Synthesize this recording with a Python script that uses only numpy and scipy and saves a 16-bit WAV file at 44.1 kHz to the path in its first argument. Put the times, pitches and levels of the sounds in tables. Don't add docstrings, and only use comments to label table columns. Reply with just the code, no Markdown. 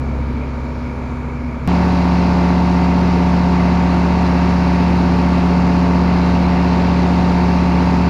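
import sys
import numpy as np
from scipy import signal
from scipy.fft import rfft, irfft, next_fast_len
from scipy.io import wavfile
from scipy.ndimage import uniform_filter1d, minimum_filter1d

SR = 44100
rng = np.random.default_rng(int(sys.argv[2]) if len(sys.argv) > 2 else 0)


def materialize(psi):
    bounded = np.clip(np.atleast_2d(psi).T, -1, 1)
    quanta = np.round(bounded * 32767).astype(np.int16)
    wavfile.write(sys.argv[1], SR, quanta)


def invert_db(level):
    return 10 ** (np.asarray(level, dtype=float) / 20)


N = 356769


def walk(rate):
    hop = 64
    hold = int(SR / rate / hop)
    steps = np.repeat(rng.standard_normal(N // hop // hold + 2), hold)
    slow = uniform_filter1d(uniform_filter1d(steps, hold), hold)
    return 1.31 * np.interp(np.arange(N) / hop, np.arange(len(slow)), slow)


def curve(table):
    return np.interp(np.arange(N) / SR, *np.transpose(table))


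def resonances(hz, table):
    return invert_db(sum(db * np.exp(-(2 * (hz - centre) / width) ** 2) for centre, width, db in table))


# frequency in Hz, level in dB per Hz.
SEAT_ROAR = [(15, -80), (100, -51.5), (230, -50.5), (320, -59.5), (1400, -70.5), (2800, -86), (4800, -88.5),
             (14000, -119)]
SCREEN_ROAR = [(50, -60.5), (100, -48.5), (750, -52.5), (1500, -63), (2700, -65.5), (3100, -76.5),
               (4700, -72.5), (14000, -112)]
# frequency in Hz, width in Hz, lift in dB
SEAT_PANELS = [(50, 25, -8), (180, 40, -11), (534, 200, 3), (820, 320, -0.5), (3970, 180, 3),
               (4420, 90, 4.5), (5050, 430, -1.5), (6340, 72, 6), (7100, 1500, 3)]
SCREEN_PANELS = [(181, 46, -6), (409, 23, 4.5), (548, 280, -4), (813, 100, -2), (1864, 230, -1),
                 (2056, 30, 6.5), (2233, 43, 3), (2780, 18, 5.5), (3080, 57, 6.5), (3260, 60, 5),
                 (3760, 200, 2), (4054, 64, 8), (4475, 70, 4.5), (6700, 81, 3)]


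def slipstream(spectrum, panels, gust_db, flicker_db):
    size = next_fast_len(N)
    hz = np.maximum(np.fft.rfftfreq(size, 1 / SR), 1)
    spectrum_hz, spectrum_db = np.transpose(spectrum)
    colour = invert_db(np.interp(np.log(hz), np.log(spectrum_hz), spectrum_db)) * np.sqrt(SR / 2)
    noise = rfft(rng.standard_normal(size)) * colour * resonances(hz, panels)
    place = np.clip(2 * np.log2(hz / 20), 0, 19)
    gust = walk(1.2)
    total = np.zeros(N)
    for k in range(20):
        band = irfft(noise * np.maximum(1 - abs(place - k), 0), size)[:N]
        total += band * invert_db(gust_db * gust + flicker_db * walk(9))
    return total


# frequency in Hz, width in Hz, level in dB.
SEAT_VENT = (2270, 360, -44)


def vent(centre_hz, width_hz, db):
    hz = np.fft.rfftfreq(N, 1 / SR)
    whistle = irfft(rfft(rng.standard_normal(N)) / (1 + (2 * (hz - centre_hz) / width_hz) ** 2), N)
    level_db = db + 0.1 * curve(SEAT_LOAD) - 0.1 + 0.7 * walk(13.5)
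    return whistle / whistle.std() * invert_db(level_db)


def lines(phases, levels_db, waver_db):
    total = np.zeros(N)
    for phase, db in zip(phases, levels_db):
        total += np.sqrt(2) * invert_db(db + waver_db * walk(2.955)) * np.cos(phase)
    return total


PROP = [(1, 0), (2, 0), (3, 0), (4, 0), (6, 0), (8, 0), (10, 0), (12, 0), (2, 4), (-2, 4), (4, 4), (2, 5)]
SEAT_PROP = [-38.5, -22.5, -60, -30, -58, -43.5, -63, -52.5, -40, -52, -43, -62.5]
SCREEN_PROP = [-52, -17.5, -50, -30, -30, -44.5, -43.5, -47, -27, -31, -51.5, -37.5]
# time in seconds, change in dB.
SEAT_LOAD = [
    (0, 0),
    (.2, 3.5),
    (.4, 0),
    (.6, -1.5),
    (.8, -3.5),
    (1.2, -3),
    (1.7, -2.5),
]


def propeller(cycle, levels_db, load_db):
    gear = 21 / 51
    shaft = 2 * gear * cycle
    phases = []
    for of_shaft, of_cycle in PROP:
        lag = 1.1 if of_cycle else 1.1 * (of_shaft - 2) ** 2
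        phases.append(of_shaft * shaft + of_cycle * cycle + lag)
    return invert_db(load_db) * lines(phases, levels_db, waver_db=0.0)


# frequency in Hz, width in Hz, level in dB.
SEAT_FRAME = [(483, 310, -47), (932, 60, -38.5), (1190, 270, -49.5), (1394, 190, -55), (1666, 80, -54)]
SCREEN_FRAME = [(410, 100, -44), (567.4, 67, -34), (729, 60, -31.5), (907.6, 102, -29.5), (1132.6, 85, -37),
                (1428, 280, -47.5), (1844, 220, -57.5)]


def knocks(cycle_hz, frame, odd_db):
    order = np.arange(9, 44 + 1)
    ring = []
    for mode, (hz, width, db) in enumerate(frame):
        early = 0.4 * ((mode + 1) % 2)
        response = 1 / (1 + 2j * (order * cycle_hz - hz) / width) ** 2
        ring.append(invert_db(db) * np.exp(2j * np.pi * order * early) * response)
    power_db = 10 * np.log10(np.sum(np.abs(ring) ** 2, axis=0))
    return list(zip(order, power_db + odd_db * (order % 2), np.angle(sum(ring))))


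# multiple of the engine cycle, level in dB.
SEAT_ENGINE = [(1, -47), (2, -36), (3, -50.5), (4, -39.5), (6, -30)]
SCREEN_ENGINE = [(2, -36), (4, -14), (5, -30.5), (6, -24), (7, -39.5), (8, -31.5)]


def engine(cycle, cycle_hz, tones, frame, odd_db):
    gas = [(k, db, -0.12 * (k - 4) ** 2) for k, db in tones]
    orders = gas + knocks(cycle_hz, frame, odd_db)
    phases = [k * cycle + angle for k, _, angle in orders]
    return lines(phases, [db for _, db, _ in orders], waver_db=0.5)


# time in seconds, rate in Hz.
SEAT_REVS = [(0, 40.55), (1.7, 40.58)]
SCREEN_REVS = [(1.7, 44.33), (4.5, 44.33), (4.9, 44.25), (5.4, 44.33)]


def cabin(revs, tones, frame, odd_db, prop_db, load_db, air):
    cycle = 2 * np.pi * np.cumsum(curve(revs) + 0.01993 * walk(2.002)) / SR
    motor = engine(cycle, revs[0][1], tones, frame, odd_db)
    return motor + propeller(cycle, prop_db, load_db) + air


# frequency in Hz, width in Hz, gain in dB.
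PORT = [
    (7970, 510, -24),
    (11100, 3600, 5),
    (13400, 500, -17.5),
    (14500, 900, 4.5),
]


def microphone(x):
    ceiling, hold, edge = 0.468, int(0.0009 * SR), 1024
    bass_hz, top_hz = 24, 15200
    gain = minimum_filter1d(np.minimum(1, ceiling / (abs(x) + 1e-9)), 2 * hold + 1)
    limited = x * uniform_filter1d(uniform_filter1d(gain, hold), hold)
    padded = np.pad(limited, edge, "reflect")
    size = next_fast_len(len(padded))
    hz = np.fft.rfftfreq(size, 1 / SR)
    ends = hz ** 2 / (hz ** 2 + bass_hz ** 2) / (1 + (hz / top_hz) ** 40)
    return irfft(rfft(padded, size) * resonances(hz, PORT) * ends, size)[edge:edge + N]


def scene():
    seat_air = slipstream(SEAT_ROAR, SEAT_PANELS, gust_db=-0.5, flicker_db=1.2) + vent(*SEAT_VENT)
    seat = microphone(cabin(SEAT_REVS, SEAT_ENGINE, SEAT_FRAME, -5, SEAT_PROP,
                            curve(SEAT_LOAD), seat_air))
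    screen_air = slipstream(SCREEN_ROAR, SCREEN_PANELS, gust_db=0.2, flicker_db=0.6)
    screen = microphone(cabin(SCREEN_REVS, SCREEN_ENGINE, SCREEN_FRAME, 0, SCREEN_PROP,
                              0, screen_air))
    change = int(1.67567 * SR)
    step, decay_s = -0.22, 0.0008
    jump = seat[change] + step - screen[change]
    settling = jump * np.exp(-np.arange(N - change) / SR / decay_s)
    return np.concatenate([seat[:change], screen[change:] + settling])[None]


def roll_off(x):
    return signal.sosfilt(signal.butter(12, 15300, fs=SR, output="sos"), x)


def record(dry):
    from_end_s = np.minimum(np.arange(N), np.arange(N)[::-1]) / SR
    eased = dry * np.minimum(1, 0.55 + from_end_s / 0.004)
    return roll_off(eased)


dry = scene()
out = record(dry)
materialize(out)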